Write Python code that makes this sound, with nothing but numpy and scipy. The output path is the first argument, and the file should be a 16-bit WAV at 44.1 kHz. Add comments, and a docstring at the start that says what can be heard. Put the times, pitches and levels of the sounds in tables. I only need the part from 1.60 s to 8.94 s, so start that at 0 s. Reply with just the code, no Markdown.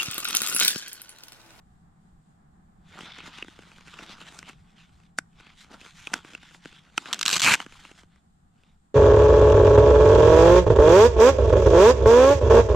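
"""A far drone, a faint hiss and light air on the microphone are heard first, in a quiet winter wood (filtered noise).
Then a nylon belt pouch is turned over in the hands close by: its cloth swishes (grains of friction),
plastic fittings knock and a buckle snaps open (damped modes and noise bursts). A hook-and-loop flap is pulled:
single hooks pop first (short bursts), then whole rows tear in runs (dense grains through moving resonances)."""
import sys
import numpy as np
from scipy import signal
from scipy.fft import rfft, irfft, next_fast_len
from scipy.io import wavfile
from scipy.ndimage import map_coordinates

SR = 44100
rng = np.random.default_rng(int(sys.argv[2]) if len(sys.argv) > 2 else 0)


def persist_wave(psi):
    """Save psi, clipped to +-1, as 16-bit WAV."""
    counts = np.round(np.clip(psi, -1, 1) * 32767).astype(np.int16)
    wavfile.write(sys.argv[1], SR, np.atleast_2d(counts).T)


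N = 323782  # length [samples]

# Spectra of cloth friction: (frequency [Hz], relative level [dB])
SWISH_SPECTRUM = [(900, -25), (1500, -5), (2000, -2), (2700, -1), (3500, 0), (4600, -9), (6000, -15.5),
                  (10000, -59)]
WEAVE_SPECTRUM = [(3000, -23), (5200, 4), (7200, 4.5), (9000, -2), (11500, -13.5), (14000, -16.5),
                  (16000, -31)]
PADDING_SPECTRUM = [(400, -25.5), (850, -2), (1100, -1.5), (1450, 1), (1900, -9), (3000, -24), (6000, -53)]
RUB_SPECTRUM = [(70, -28.5), (190, 3.5), (320, 1.5), (520, -4.5), (720, -2.5), (1200, -26), (3000, -47.5)]


def cloth():
    """Stick-slip friction: threads catch and slip under the fingers; a heavier rub also sounds the padding."""
    swish_db, weave_db, rub_db = hand_levels()
    flutter_db = 1.2 * wobble(90) + 0.7 * wobble(25)
    creases = grains(rate=90, spread_db=4)
    threads = unit(grains(rate=7000, spread_db=3) + amp(-10) * creases)
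    swish = amp(swish_db + flutter_db - 1.7) * coloured(threads, SWISH_SPECTRUM)
    weave = amp(weave_db + flutter_db + 0.6) * coloured(threads, WEAVE_SPECTRUM)

    # the padding lies between swish and rub in level
    padding_db = swish_db + 0.38 * (rub_db - swish_db) - 0.8
    padding_grains = grains(rate=2500, spread_db=4.5)
    padding = amp(padding_db + flutter_db) * coloured(padding_grains, PADDING_SPECTRUM)
    rub_grains = grains(rate=660, spread_db=6.5)
    rub = amp(rub_db + flutter_db - 0.7) * coloured(rub_grains, RUB_SPECTRUM)
    return patchy(swish + weave + padding + rub, depth_db=2.2)


# Strokes of the hands over the cloth: (start [s], end [s], relative swish level [dB],
# weave hiss over swish [dB], low rub over swish [dB])
HAND_STROKES = [(1.282, 1.36, -58.5, -14.5, -16), (1.37, 1.454, -47, -13.5, -6),
                (1.475, 1.623, -46.5, -22, -20), (1.669, 1.676, -42.5, -12, -2.5),
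                (1.736, 1.807, -45.5, -17, -22), (1.844, 2.235, -57.5, -11.5, -12.5),
                (2.273, 2.366, -52.5, -14, -19), (2.378, 2.458, -50.5, -11, -4.5),
                (2.497, 2.533, -42.5, -18.5, -10.5), (2.608, 2.625, -46.5, -13, -7),
                (2.675, 2.688, -44.5, -13, -11), (2.731, 2.801, -54, -4.5, -3),
                (2.889, 2.892, -44.5, -11, -11.5), (2.957, 3.467, -68.5, -10.5, -15),
                (3.177, 3.245, -56.5, -16.5, -31), (3.783, 3.931, -57.5, -18.5, -15),
                (3.991, 4.044, -53, -9.5, -35), (4.131, 4.151, -52, -11.5, 0),
                (4.209, 4.307, -52, -10, -9.5), (4.371, 4.482, -52.5, -7, -19),
                (4.537, 4.574, -46.5, -9, -1), (4.654, 4.753, -51.5, -12, -9.5),
                (4.817, 4.897, -54, -13.5, -23), (4.94, 4.964, -55.5, -6, -16),
                (5.04, 5.19, -53.5, -16.5, -16.5), (5.22, 5.37, -63, -13, -7),
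                (5.385, 5.654, -51.5, -8.5, -10), (5.467, 5.561, -46.5, -13.5, -5.5),
                (5.944, 6.027, -44.5, -10, -8), (6.1, 6.315, -55, -8.5, -11.5), (6.372, 6.414, -57, -8, -7),
                (6.515, 6.583, -68.5, -22, -10.5), (6.972, 7.14, -72.5, -12.5, -9)]
STROKE_RISE_S, STROKE_FALL_S = 0.19, 0.15  # time to swell and to die by 60 dB
STROKE_ARCH_DB = 1.5  # the hand is slower at both ends of a stroke


def hand_levels():
    """Energy summation of strokes that swell, arch and die: levels of swish, weave hiss and low rub [dB]."""
    t = np.arange(0, N / SR, 0.002)
    start, end, db, weave_db, rub_db = np.transpose(HAND_STROKES)[:, :, None]
    before = np.maximum(start - t, 0)
    after = np.maximum(t - end, 0)
    position = np.clip((2 * t - start - end) / (end - start), -1, 1)  # -1 at the start, 1 at the end
    decay_db = 60 * (before / STROKE_RISE_S + after / STROKE_FALL_S)
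    swish = amp(db - STROKE_ARCH_DB * position ** 2 - decay_db)
    layers = [np.linalg.norm(swish * amp(over_db), axis=0) for over_db in (0, weave_db, rub_db)]
    return [np.interp(np.arange(N) / SR, t, 20 * np.log10(layer + 1e-6)) for layer in layers]


# Nominal modes of the filled pouch, plastic shell and prongs:
# (frequency [Hz], relative level [dB], 60 dB decay time [s])
POUCH_MODES = [(180, -2.5, 0.027), (292.5, 2.5, .025), (462, 2, 0.011)]
SHELL_MODES = [(644, -17.5, 0.01), (880, -4.5, 0.01), (1310, 1.5, 0.008), (1493, 1.5, .013),
               (2020, -5.5, 0.012)]
PRONG_MODES = [(2180, -6, 0.0072), (2590, 3.5, 0.014), (3022, 1.5, 0.0099)]
# Spectrum of the plastic's crack: (frequency [Hz], relative level [dB])
CRACK_SPECTRUM = [(1500, -33.5), (3000, -10), (4000, -9), (5200, -7.5), (7000, -7.5), (9000, -14.5),
                  (13000, -32.5), (16000, -30.5)]
SMACK_DB = -7  # stiff cloth jolted by each knock, relative to its ring, before the shell's share


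def fittings():
    """Impact excitation of damped modes: plastic slides, then strikes with crack, ring, thud and cloth smack."""
    rings, cracks, smacks = np.zeros((3, 2, N))
    t = np.arange(SR // 12) / SR
    for s, thud_db, ring_db, prong_share, crack_db in knocks():
        prong_share = np.clip(prong_share, 0, 1)
        shell_gain = np.sqrt(1 - prong_share)
        plastic = shell_gain * ring(SHELL_MODES, t) + np.sqrt(prong_share) * ring(PRONG_MODES, t)
        add(rings, s, amp(thud_db) * ring(POUCH_MODES, t) + amp(ring_db) * plastic)

        # a time-reversed burst swells up to the strike
        slide = burst(t, t60=0.018, tail_db=-18, tail_t60=0.0395)[:, ::-1]
        add(cracks, s - t[-1], amp(crack_db - 11) * slide)
        crack = burst(t, t60=0.009, tail_db=-23, tail_t60=0.035)
        add(cracks, s, amp(crack_db) * crack)
        smack = burst(t, t60=0.0078, tail_db=-23.5, tail_t60=0.04)
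        add(smacks, s, amp(ring_db + SMACK_DB) * shell_gain * smack)
    return rings + coloured(cracks, CRACK_SPECTRUM) + coloured(smacks, FLAP_SPECTRUM)


# Plastic buckle and fittings clicking:
# (time [s], ring level [dB], share of the prongs [0-1], crack over ring [dB])
BUCKLE_CLICKS = [(1.6043, -45.5, 0.68, -20), (1.8253, -33.5, 0.99, -32), (2.3892, -41, 0.45, -21),
                 (2.7898, -47.5, .4, 3), (2.8286, -47.5, .1, -13), (2.891, -49, 0.2, -5),
                 (3.5865, -27, 0.03, -4), (3.8008, -52.5, 0.67, -15), (3.868, -52.5, 0.7, -18),
                 (4.4713, -32.5, 0.94, -15), (4.535, -31, 0.52, -12), (4.539, -25, 0, -4),
                 (4.7499, -36.5, 0.92, -15.5), (4.947, -52, .1, -11), (5.3785, -21.5, 0.5, -10.5),
                 (5.4576, -39, 0.3, -16), (5.9526, -29.5, 0.06, -5.5), (6.002, -31.5, 0.43, -15.5),
                 (6.251, -47, 0.36, -20), (7.035, -63, 0.48, -11.5)]
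# Fingertips and cord bumping the filled pouch: (time [s], thud level [dB])
SOFT_BUMPS = [(1.4318, -48), (1.678, -50), (1.8252, -53), (1.846, -50.5), (1.883, -47), (1.99, -47.5),
              (4.6479, -47.5), (5.0567, -42), (6.0635, -44.5), (6.3134, -51), (6.4337, -55.5)]
THUD_DB, THUD_GROWS = -22, 0.75  # thud under a 0 dB click [dB]; dB gained per dB of click
BUMP_RING_DB, BUMP_CRACK_DB = -3, -14  # soft contact: relative to the thud
TICKS_PER_S = 8
TICK_DB, TICK_SPREAD_DB = 0.5, 3.5  # mean and +/- range, relative to the swish that stirs the fittings


def knocks():
    """Contact hardness sets the balance of hard clicks, soft bumps and random ticks that follow the swish.

    Gives (time [s], thud [dB], ring [dB], prong share [0-1], crack [dB])."""
    clicks = [(s, THUD_DB + THUD_GROWS * db, db, share, db + crack_db)
              for s, db, share, crack_db in BUCKLE_CLICKS]
    bumps = [(s, db, db + BUMP_RING_DB, 0.2, db + BUMP_CRACK_DB) for s, db in SOFT_BUMPS]
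    swish_db = hand_levels()[0]
    ticks = []
    first, last = HAND_STROKES[0][0], HAND_STROKES[-1][1]
    for when, size, share in rng.random((round(TICKS_PER_S * (last - first)), 3)):
        s = first + when * (last - first)
        db = swish_db[round(s * SR)] + TICK_DB + TICK_SPREAD_DB * (2 * size - 1)
        ticks.append((s, db - 5.5, db, share, db - 10))
    return clicks + bumps + ticks


# The strongest tufts of hooks letting go: (time [s], relative level [dB])
TUFT_POPS = [(5.5296, -26), (5.534, -32.5), (5.5438, -36), (5.5917, -36.5), (5.6122, -28.5),
             (5.6298, -28.5), (5.6548, -29.5), (5.6617, -25), (5.6803, -21.5), (5.6918, -25.5),
             (5.7016, -28.5), (5.7134, -30.5), (5.7297, -22), (5.7651, -27.5), (5.7967, -28.5),
             (5.8042, -27.5), (5.8182, -24.5)]
# Spectrum of a plucked tuft: (frequency [Hz], relative level [dB])
TUFT_SPECTRUM = [(60, -22), (220, -10), (600, -17), (850, -12), (1300, 0), (1550, -1), (1950, -6),
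                 (2900, 3), (5200, -4), (7700, -3), (9000, -17), (13000, -23), (16000, -34)]
NEIGHBOUR_S, NEIGHBOUR_DB = 0.0025, -6.5  # mean delay and relative level of the neighbour dragged loose


def hook_pops():
    """Sudden release of stored strain: tufts pop singly, each plucking the taut flap and freeing a neighbour."""
    plucks = np.zeros((2, N))
    t = np.arange(SR // 20) / SR
    for s, db in TUFT_POPS:
        neighbour_delay = NEIGHBOUR_S * (0.5 + rng.random())
        for delay, drop_db in (0, 0), (neighbour_delay, NEIGHBOUR_DB):
            pop = burst(t, t60=0.005, tail_db=-16, tail_t60=0.016)
            add(plucks, s + delay, amp(db + drop_db) * pop)
    return amp(1.5) * coloured(plucks, TUFT_SPECTRUM)


# Runs of tearing: (start [s], end [s], relative hook level [dB])
TEARING_RUNS = [(5.654, 5.729, -33), (5.721, 5.779, -24), (5.791, 5.825, -35), (5.822, 5.947, -20)]
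# How loose the flap hangs: (time [s], share [0-1])
FLAP_FREED = [(5.82, 0), (5.875, 0.89)]
# Spectra of the hooks and of the flap, which also colours the cloth smacks: (frequency [Hz], relative level [dB])
HOOK_SPECTRUM = [(1000, -22), (1500, -11), (2000, -7), (2600, 0), (3300, -6), (4000, -5), (5300, -8),
                 (7100, -5), (9000, -13), (13000, -23), (16000, -37)]
FLAP_SPECTRUM = [(50, -21), (120, -10), (200, -6), (450, -14), (720, -9), (950, -3), (1500, 0), (1800, -2),
                 (2200, -1), (2600, -4), (3200, -20), (6000, -50)]
TAUT_HZ, LOOSE_HZ = 3700, 2650  # resonance of the hook strip, held and freed
LOOSE_RING_DB = -5.5  # the slack strip rings less
DRUM_TAUT_DB, DRUM_LOOSE_DB = -8, -1.5  # gain of the flap's drumming, held and freed


def tearing():
    """Avalanche release of hook rows: the strip's resonance falls as it comes free and the flap drums along."""
    t = np.arange(N) / SR
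    hooks, flap = np.zeros((2, 2, N))
    avalanches = unit(amp(2.3 * wobble(380) + 1.5 * wobble(120)))
    tugs = grains(rate=6000, spread_db=2)
    for start, end, hooks_db in TEARING_RUNS:
        onset = np.clip((t - start) / 0.0015, 0, 1)
        release = amp(-60 * np.clip(t - end, 0, 0.1) / 0.022)
        pull = avalanches * onset * release
        # a slow peel is a sparse crackle, a hard pull frees thousands of hooks a second
        hooks += amp(hooks_db) * pull * grains(rate=90000 * amp(hooks_db), spread_db=2)
        flap += amp(hooks_db) * pull * tugs

    freed = np.clip(np.interp(t, *np.transpose(FLAP_FREED)), 0, 1)
    taut, loose = [signal.lfilter(*signal.iirpeak(hz, 3, SR), hooks) for hz in (TAUT_HZ, LOOSE_HZ)]
    strip = (1 - freed) * taut + freed * amp(LOOSE_RING_DB) * loose
    drum_db = DRUM_TAUT_DB + freed * (DRUM_LOOSE_DB - DRUM_TAUT_DB)
    drumming = coloured(amp(drum_db) * flap, FLAP_SPECTRUM)
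    return amp(-3) * coloured(hooks + strip, HOOK_SPECTRUM) + drumming


# Echo among the trunks: (frequency [Hz], 60 dB decay time [s])
WOOD_DECAY = [(200, 0.3), (2000, 0.14), (10000, 0.17)]


def trunks(x):
    """Diffuse scattering: convolution with decaying noise gives an echo from the trees, left and right."""
    hz, t, z = signal.stft(rng.standard_normal((2, SR // 2)), SR, nperseg=256)
    decay = amp(-60 * t / along(WOOD_DECAY, hz)[:, None])
    tail = signal.istft(z * decay, SR, nperseg=256)[1]
    return signal.fftconvolve(x[None], tail / np.linalg.norm(tail[0]), axes=1)[:, :N]


# Spectra of the surroundings: (frequency [Hz], relative level [dB])
DRONE_SPECTRUM = [(40, -24), (110, -13.5), (140, -1), (170, 3), (205, -2.5), (260, -12.5), (350, -19),
                  (560, -29), (780, -17.5), (930, -26), (1150, -23.5), (1800, -29), (2700, -47),
                  (6000, -63.5)]
AIR_SPECTRUM = [(15, -1.5), (40, -2), (70, -1.5), (110, -6), (200, -26), (600, -57)]
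HISS_SPECTRUM = [(1000, -7.5), (3500, 1.5), (6200, -5), (7300, 5), (8700, 0.5), (10200, -11),
                 (16000, -21.5)]


def background():
    """Modulated broadband noise: a far drone, air stirring at the microphone and a faint flickering hiss."""
    fade_db = np.interp(np.arange(N) / SR, [0, 3, 6.5], [0, -0.5, -4])
    eddies_db = 3 * wobble(14)
    drone = amp(-59.5 + fade_db + 1.2 * wobble(26)) * coloured(noise(), DRONE_SPECTRUM)
    air = amp(-62.5 + fade_db + eddies_db) * coloured(noise(), AIR_SPECTRUM)
    hiss = amp(-82 + 1.4 * wobble(8.7)) * coloured(noise(), HISS_SPECTRUM)
    return drone + air + hiss


def ring(modes, t, detune=0.05):
    """Modal synthesis: the grip shifts pitch and strength at every knock; each mode leads at one port."""
    hz, db, t60 = np.transpose(modes)[:, :, None]
    phase = 2 * np.pi * hz * np.exp(detune * rng.standard_normal(hz.shape)) * t
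    sign = (-1) ** np.arange(len(modes))[:, None]
    swing = sign * amp(db + 2 * rng.standard_normal(hz.shape) - 60 * t / t60)
    mid = np.sum(swing * np.sin(phase), axis=0)
    # the quadrature part in the side signal sets the lead; it grows in over half a cycle
    lead = rng.standard_normal(hz.shape) * np.cos(phase) * np.minimum(phase / np.pi, 1)
    side = np.sum(swing * lead, axis=0)
    return equal_energy(np.array([mid, side]))


def burst(t, t60, tail_db, tail_t60):
    """Two-stage exponential decay: a sharp spray of slips with a weaker rattle after it."""
    envelope = amp(-60 * t / t60) + amp(tail_db - 60 * t / tail_t60)
    return equal_energy(envelope * rng.standard_normal((2, len(t))))


def grains(rate, spread_db):
    """Poisson-like impulses: rate a second per row, uneven in size, mid and side, joint rms 1."""
    size = amp(spread_db * np.clip(rng.standard_normal(N), -2, 2))
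    return unit((rng.random(N) < rate / SR) * size * noise())


def patchy(x, depth_db):
    """Time-varying filtering: shifting folds of fabric favour now one band, now another."""
    z = signal.stft(x, nperseg=512)[2]
    smoothing = np.outer(np.hanning(10), np.hanning(16))
    field = signal.fftconvolve(rng.standard_normal(z.shape[1:]), smoothing, "same")
    return signal.istft(z * unit(amp(depth_db * unit(field))), nperseg=512)[1][:, :N]


def coloured(x, spectrum, size=4096):
    """Minimum-phase filtering: two rows through a causal filter of unit energy."""
    cepstrum = irfft(np.log(amp(along(spectrum, np.fft.rfftfreq(size, 1 / SR)))))
    # folding the cepstrum makes the filter causal
    cepstrum[1:size // 2] *= 2
    cepstrum[size // 2 + 1:] = 0
    kernel = irfft(np.exp(rfft(cepstrum)))
    return signal.fftconvolve(x, kernel[None] / np.linalg.norm(kernel), axes=1)[:, :N]


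def filtered(x, response):
    """Zero-phase filtering: the spectrum of x times a response of frequency."""
    m = next_fast_len(N + SR // 2)
    return irfft(rfft(x, m) * response(np.fft.rfftfreq(m, 1 / SR)), m)[..., :N]


def wobble(rate):
    """Band-limited modulation: a smooth random curve, rate knots a second."""
    return map_coordinates(rng.standard_normal(int(N * rate / SR) + 4), [np.arange(N) * rate / SR])


def noise():
    """Uncorrelated white noise for mid and side."""
    return rng.standard_normal((2, N))


def equal_energy(x):
    """Energy normalisation: each row of a short sound has the energy of 10 ms at rms 1."""
    return x / np.linalg.norm(x, axis=-1, keepdims=True) * np.sqrt(SR / 100)


def add(track, s, sound):
    """Linear superposition: mix a short sound in at time s [s]."""
    track[:, round(s * SR):][:, :sound.shape[1]] += sound


def amp(db):
    """Decibel definition: level [dB] to amplitude ratio."""
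    return 10 ** (np.asarray(db) / 20)


def unit(x):
    """Power normalisation to rms 1."""
    return x / np.sqrt(np.mean(x ** 2) + 1e-20)


def along(points, hz):
    """Logarithmic frequency scale: interpolate (frequency [Hz], value) points."""
    f, v = np.transpose(points)
    return np.interp(np.log(hz + 1), np.log(f + 1), v)


def ports(x, width):
    """Mid-side decoding: mid and width-filtered side become left and right."""
    side = filtered(x[1], lambda hz: amp(along(width, hz)))
    return np.array([x[0] + side, x[0] - side])


# Stereo width of the near pouch and of the surroundings: (frequency [Hz], gain of side over mid [dB])
POUCH_WIDTH = [(60, -11), (200, -14), (1200, -13), (3000, -15), (5500, -10), (8500, -2.5), (12000, -5)]
BACKGROUND_WIDTH = [(60, -11.5), (200, -13), (700, 4.5), (2400, -0.5), (8000, 0)]


def scene():
    """Superposition of sources: the pouch straight ahead, wider in its treble, amid echo and background."""
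    pouch = cloth() + fittings() + patchy(hook_pops() + tearing(), depth_db=2)
    echo = amp(-28) * trunks(pouch[0])
    return ports(pouch, POUCH_WIDTH) + echo + ports(background(), BACKGROUND_WIDTH)


TOP_HZ = 15300  # upper band limit


def record(dry):
    """Soft saturation rounds off the highest peaks; a steep low-pass then limits the band."""
    rounded = dry / (1 + (dry / 0.55) ** 4) ** (1 / 4)
    return filtered(rounded, lambda hz: 1 / (1 + (hz / TOP_HZ) ** 120))


dry = scene()
out = record(dry)
persist_wave(out)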